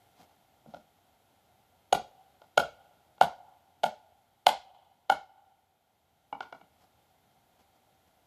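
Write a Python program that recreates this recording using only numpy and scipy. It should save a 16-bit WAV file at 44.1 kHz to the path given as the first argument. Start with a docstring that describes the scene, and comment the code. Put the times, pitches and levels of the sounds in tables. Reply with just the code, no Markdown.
"""An axe splits a stick of kindling in six chops, several metres away in a yard; the wood knocks loose.
Each blow thumps the chopping block, rings the stick and the axe head, and tears fibres.
The shed and house echo it, then the far trees. Feet and hands scuff softly before and after.
A small, boxy-sounding microphone hears it all over quiet outdoor air."""
import sys
import numpy as np
from scipy import signal
from scipy.fft import rfft, irfft
from scipy.io import wavfile
from scipy.ndimage import uniform_filter1d

SR = 44100
rng = np.random.default_rng(int(sys.argv[2]) if len(sys.argv) > 2 else 0)


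def digitize_waveform(pressure):
    """Quantize a signal to 16-bit integers and store it at the path in sys.argv[1].

    Rows of a 2-D input are taken as channels; values are limited to [-1, 1].
    """
    field = np.atleast_2d(pressure).T
    bounded = np.clip(field, -1, 1)
    quanta = np.round(bounded * 32767).astype(np.int16)
    wavfile.write(sys.argv[1], SR, quanta)


N = 364266

# tone of the outdoor rumble and hiss: pitch_hz, level_db
AIR_TONE = [(25, -26.5), (45, -14), (65, -5), (85, 1.5), (130, -4), (250, -7), (450, -12.5), (760, -14.5),
            (1100, -20.5), (2300, -19.5), (3600, -17), (5200, -23.5), (8000, -23.5), (13500, -22)]
# the background sinks as the recorder turns its gain down for the chops: time_s, level_db
BACKGROUND_LEVELS = [(0, -68), (.5, -70.5), (2.9, -70.5), (5.8, -76.5), (6.75, -71)]
# shuffling feet and wood sliding in the hands: start_s, length_s, level_db
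SCUFFS = [(0.147, 0.13, -63.5), (0.272, 0.067, -73.5), (0.625, 0.23, -69), (6.769, 0.12, -70.5),
          (7.57, 0.075, -70.5), (7.732, .06, -78), (8.06, 0.038, -74)]
# tone of that rubbing: pitch_hz, level_db
SCUFF_TONE = [(60, -16), (200, 5.5), (600, -4), (1500, -11.5), (2800, -10.5), (5000, -9.5), (8000, -17),
              (14000, -18.5)]
# echoes off the ground, then hard surfaces near the block: delay_s, level_db
NEAR_ECHOES = [(.00139, -15.5), (.0222, -12), (0.0257, -16.5)]
# echoes scattered by shed, house and woodpile: pitch_hz, level_db, fade_s (time to fall 60 dB)
YARD_SCATTER = [(70, 5, 0.4), (170, 6.5, 0.16), (346, -6.5, 0.25), (750, -8, .26), (1407.4, -7.5, 0.23),
                (2080, -5, .28), (2940, -12.5, .29), (6000, -4, 0.29), (13000, 1.5, 0.11)]
# tone of the echo from the far trees: pitch_hz, level_db
TREE_TONE = [(100, -4), (400, -10.5), (800, 0.5), (1400, -6.5), (3200, -6.5), (6000, -12), (13000, -27)]
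# the block's dull knock: pitch_ratio (times block_hz), fade_s, level_db
BLOCK_NOTES = [(.82, 0.017, -7), (1, 0.019, -5), (1.12, .018, -12)]
# the whole stump thumping on the ground: pitch_hz, fade_s, level_db
STUMP_NOTES = [(73.5, .06, -12), (162, 0.067, -2.5), (208, 0.055, 2), (276, 0.056, -1.5)]
# the ringing stick: pitch_hz, fade_s, level_db
STICK_NOTES = [(1442, .026, -2), (1374, 0.022, -10), (2190, 0.025, -12), (2934, 0.017, -9.5),
               (3380, .025, -13.5), (4580, 0.017, -27.5), (5065, 0.018, -23)]
# the loose split piece: pitch_hz, fade_s, level_db
PIECE_NOTES = [(269, 0.064, -14), (464, 0.051, -10.5), (881, 0.013, 4), (1040, 0.013, -29),
               (2276, 0.066, -12), (2880, 0.03, -8)]
# the click of wood touching wood: pitch_hz, level_db
CLICK_TONE = [(60, -17.5), (250, 1), (500, 9.5), (1100, -3), (1850, -12), (3300, 1.5), (5500, -10.5),
              (8500, -26), (14000, -36.5)]
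# wood handled on the block: start_s, force_db, block_hz, hardness_db
KNOCKS = [ (.661, -40, 442, -16), (.738, -35.5, 507, -6.5), (.7451, -35, 550, 1), (2.418, -44, 843, 3),
          (3.181, -48.5, 800, 3), (6.327, -26.5, 838, -10.5), (6.4066, -30.5, 736, 4.6),
          (6.526, -34.5, 700, 1), (6.612, -44, 620, -7)]
# tone of tearing fibres: pitch_hz, level_db
TEAR_TONE = [(25, -36.5), (70, -23.5), (200, -13), (300, -19), (400, -19), (560, 1), (800, 0), (1150, -6.5),
             (1850, -10), (2300, -5.5), (3000, 2.5), (4200, -1), (6000, -13), (8000, -14.5), (11000, -17),
             (14500, -22.5)]
# the steel axe head, damped by the wood: pitch_hz, fade_s, level_db
AXE_NOTES = [(6660, .017, -1), (8070, 0.0025, -14.5), (9670, 0.015, -6)]
# axe chops: start_s, force_db, block_hz, stick_db, tear_db, bite_db, bite_early_s
# (the stick, tear and bite levels are added to force_db)
CHOPS = [ (1.9298, -12.5, 635, -22, -14, 4.5, 0.0027), (2.577, -6, 596, -8, -13.5, -13, 0.0023),
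         (3.212, -3.5, 715, -14.5, -21, -29, 0.0016), (3.8398, -12.5, 745, -15, -14, -4, 0.0049),
         (4.4675, -8, 735, -13.5, -5.5, -20, .0035), (5.0993, -8, 761, -11, -16.5, -11, 0.0027)]
# resonances of the microphone's opening and case: pitch_hz, width_hz, boost_db
MIC_RESONANCES = [(769, 170, 15.5), (1403, 110, 7.5), (2104, 96, 5), (3190, 68, 5), (8900, 870, -9)]

TIME = np.arange(SR) / SR  # one second in the life of a blow
LEAD_S = .01  # room for a crack to swell before the contact
AGE = TIME[:SR // 5] - LEAD_S  # seconds since contact


def gain(db):
    """Turn decibels into a number to multiply by."""
    return 10 ** (np.asarray(db) / 20)


def colour(x, tone):
    """Make a sound's pitches louder or softer to follow a tone table."""
    hz, db = np.transpose(tone)
    freqs = np.maximum(np.fft.rfftfreq(len(x), 1 / SR), 1)
    return irfft(rfft(x) * gain(np.interp(np.log(freqs), np.log(hz), db)), len(x))


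def noise(tone, size):
    """Noise with the given tone and an average strength (rms) of 1."""
    x = colour(rng.standard_normal(size), tone)
    return x / x.std()


def flicker(size, step, depth_db):
    """A gain that wanders to a new random level every step samples."""
    samples = np.arange(size)
    corners = samples[::step]
    return gain(depth_db * np.interp(samples, corners, rng.standard_normal(len(corners))))


def fade(t, fade_s):
    """Die away by 60 dB in fade_s seconds."""
    return np.exp(-np.log(1000) * np.maximum(t, 0) / fade_s)


def add(out, x, start_s):
    """Mix x into out from start_s on."""
    i = max(int(start_s * SR), 0)
    out[i:i + len(x)] += x[:max(len(out) - i, 0)]


def background():
    """Rumble and hiss sink on a set curve as the recorder turns its gain down, then recover."""
    level_db = np.interp(np.arange(N) / SR, *np.transpose(BACKGROUND_LEVELS))
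    return noise(AIR_TONE, N) * gain(level_db)


def shuffling():
    """Feet and hands rub in soft, grainy swells."""
    out = np.zeros(N)
    for start_s, length_s, db in SCUFFS:
        size = int(length_s * SR)
        swell = np.hanning(size) * flicker(size, step=150, depth_db=3)
        add(out, gain(db) * noise(SCUFF_TONE, SR)[:size] * swell, start_s)
    return out


def tree_echo(level_db=-30, rise_s=.24, slap_s=.281, slap_db=-15):
    """Far trees send back a long, faint, patchy wash; one distant surface adds a distinct slap."""
    wash = flicker(SR, step=400, depth_db=2) * rng.standard_normal(SR)
    wash *= fade(TIME, fade_s=1.35) * np.minimum(TIME / rise_s, 1)
    wash /= np.linalg.norm(wash)
    wash[int(slap_s * SR)] += gain(slap_db)
    return gain(level_db) * colour(wash, TREE_TONE)


def yard_echo(first_wall_s=.014, early_db=-6):
    """The paths a blow takes to the microphone: straight, off nearby surfaces and off the trees."""
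    hz, db, fade_s = np.transpose(YARD_SCATTER)
    log_freqs = np.log(np.maximum(np.fft.rfftfreq(SR, 1 / SR), 1))
    scatter = rfft(rng.standard_normal(SR))
    # only the ground and the woodpile answer before the first wall does
    onset = np.where(TIME < first_wall_s, gain(early_db) * np.minimum(TIME / .006, 1), 1)
    echo = tree_echo()
    for k, weights in enumerate(np.eye(len(hz))):
        band = irfft(scatter * np.interp(log_freqs, np.log(hz), weights), SR)
        shape = onset * fade(TIME - first_wall_s, fade_s[k])
        echo += gain(db[k]) * band * shape / np.linalg.norm(shape)
    echo[0] += 1  # the straight path
    for delay_s, echo_db in NEAR_ECHOES:
        echo[int(delay_s * SR)] += gain(echo_db)
    return echo


def ring(notes, contact_s, pitch=1):
    """A struck object's notes build up during the contact, then fade; we hear how fast it moves."""
    t = np.maximum(AGE, 0)
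    swing = np.zeros(len(t))
    for hz, fade_s, db in notes:
        turn_rate = 2 * np.pi * hz * pitch
        swing += gain(db) * np.sin(turn_rate * t) * fade(t, fade_s) / turn_rate
    build_up = (1 - np.exp(-t / contact_s)) * np.tanh(2 * t / contact_s)
    return SR * np.diff(build_up * swing, prepend=0)


def crack(tone, rise_s, fade_s):
    """A ragged crack that swells as the contact bites and dies as the wood gives."""
    grains = flicker(len(AGE), step=16, depth_db=3)
    shape = np.exp(np.minimum(AGE, 0) / rise_s) * fade(AGE, fade_s)
    spectrum = rfft(rng.standard_normal(len(AGE)) * grains * shape)
    # smooth the noise burst's spectrum so every crack of a kind has the same tone
    spectrum /= np.sqrt(uniform_filter1d(np.abs(spectrum) ** 2, size=120))
    snaps = colour(irfft(spectrum, len(AGE)), tone)
    return snaps * np.linalg.norm(shape) / np.linalg.norm(snaps)


def struck_wood(block_hz, stick_db, stump_db, square_hz=490, db_per_octave=-15):
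    """One contact rings the block, the stump and the stick."""
    # low-pitched contacts land squarely and shake the stump, high ones glance off
    square_db = db_per_octave * np.log2(block_hz / square_hz)
    return (ring(BLOCK_NOTES, contact_s=.0019, pitch=block_hz)
            + gain(stump_db + square_db) * ring(STUMP_NOTES, contact_s=.0024)
            + gain(stick_db) * ring(STICK_NOTES, contact_s=.0016))


def handling(free_s=6, free_stick_db=-6, held_stick_db=-15, click_db=-12.5, piece_db=-8):
    """The stick is set down and shifted; at last the split piece drops and bounces."""
    out = np.zeros(N)
    for start_s, force_db, block_hz, hardness_db in KNOCKS:
        # a hand damps the stick until the split piece comes free and rings too
        free = start_s > free_s
        stick_db = hardness_db + (free_stick_db if free else held_stick_db)
        knock = struck_wood(block_hz, stick_db, stump_db=-12.5)
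        knock += gain(hardness_db + click_db) * crack(CLICK_TONE, rise_s=.00047, fade_s=.013)
        if free:
            knock += gain(piece_db) * ring(PIECE_NOTES, contact_s=.0013)
        add(out, signal.fftconvolve(gain(force_db) * knock, yard_echo()), start_s - LEAD_S)
    return out


def resonance(x, hz, width_hz, boost_db):
    """What to add to x to boost (or cut) it around one pitch."""
    return (gain(boost_db) - 1) * signal.lfilter(*signal.iirpeak(hz, hz / width_hz, fs=SR), x)


def tearing(db):
    """Fibres snap as the wood parts, coloured by the stick's middle notes."""
    snaps = crack(TEAR_TONE, rise_s=.00074, fade_s=.012)
    woody = snaps + sum(resonance(snaps, hz, width_hz=190, boost_db=4) for hz, _, _ in STICK_NOTES[2:5])
    return gain(db) * woody * snaps.std() / woody.std()


def chopping(bite_pitch_ratio=.83, axe_db=1, grip_db_per_chop=-3, split_s=3.2232, split_db=-27.5):
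    """Each axe chop bites, then drives home, and echoes its own way round the yard."""
    out = np.zeros(N)
    # the axe's flat side beams its ring forward, so little of it reaches the walls
    spill = gain(-10)
    for k, (start_s, force_db, block_hz, stick_db, tear_db, bite_db, bite_early_s) in enumerate(CHOPS):
        echo = yard_echo()
        # the head rings with the tearing, less with each chop as the split grips it
        head = gain(tear_db + axe_db + k * grip_db_per_chop) * ring(AXE_NOTES, contact_s=.00078)
        bite = (start_s - bite_early_s, force_db + bite_db, block_hz * bite_pitch_ratio)
        drive = (start_s, force_db, block_hz)
        for at_s, db, hz in (bite, drive):
            wood = gain(db) * (struck_wood(hz, stick_db, stump_db=-21.5) + tearing(tear_db))
            steel = gain(db) * head
            add(out, signal.fftconvolve(wood + spill * steel, echo), at_s - LEAD_S)
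            add(out, (1 - spill) * steel, at_s - LEAD_S)
    # the split runs on along the grain just after the hardest chop
    add(out, signal.fftconvolve(tearing(split_db), yard_echo()), split_s - LEAD_S)
    return out


def scene():
    """Everything in the yard, mixed into one channel."""
    return (chopping() + handling() + shuffling() + background())[None]


def record(dry, top_hz=14350):
    """The microphone's opening and case colour everything; the highest treble is cut off."""
    for hz, width_hz, boost_db in MIC_RESONANCES:
        dry = dry + resonance(dry, hz, width_hz, boost_db)
    treble_cut = signal.ellip(10, .2, 70, top_hz, fs=SR, output="sos")
    return signal.sosfilt(treble_cut, dry)


dry = scene()
out = record(dry)
digitize_waveform(out)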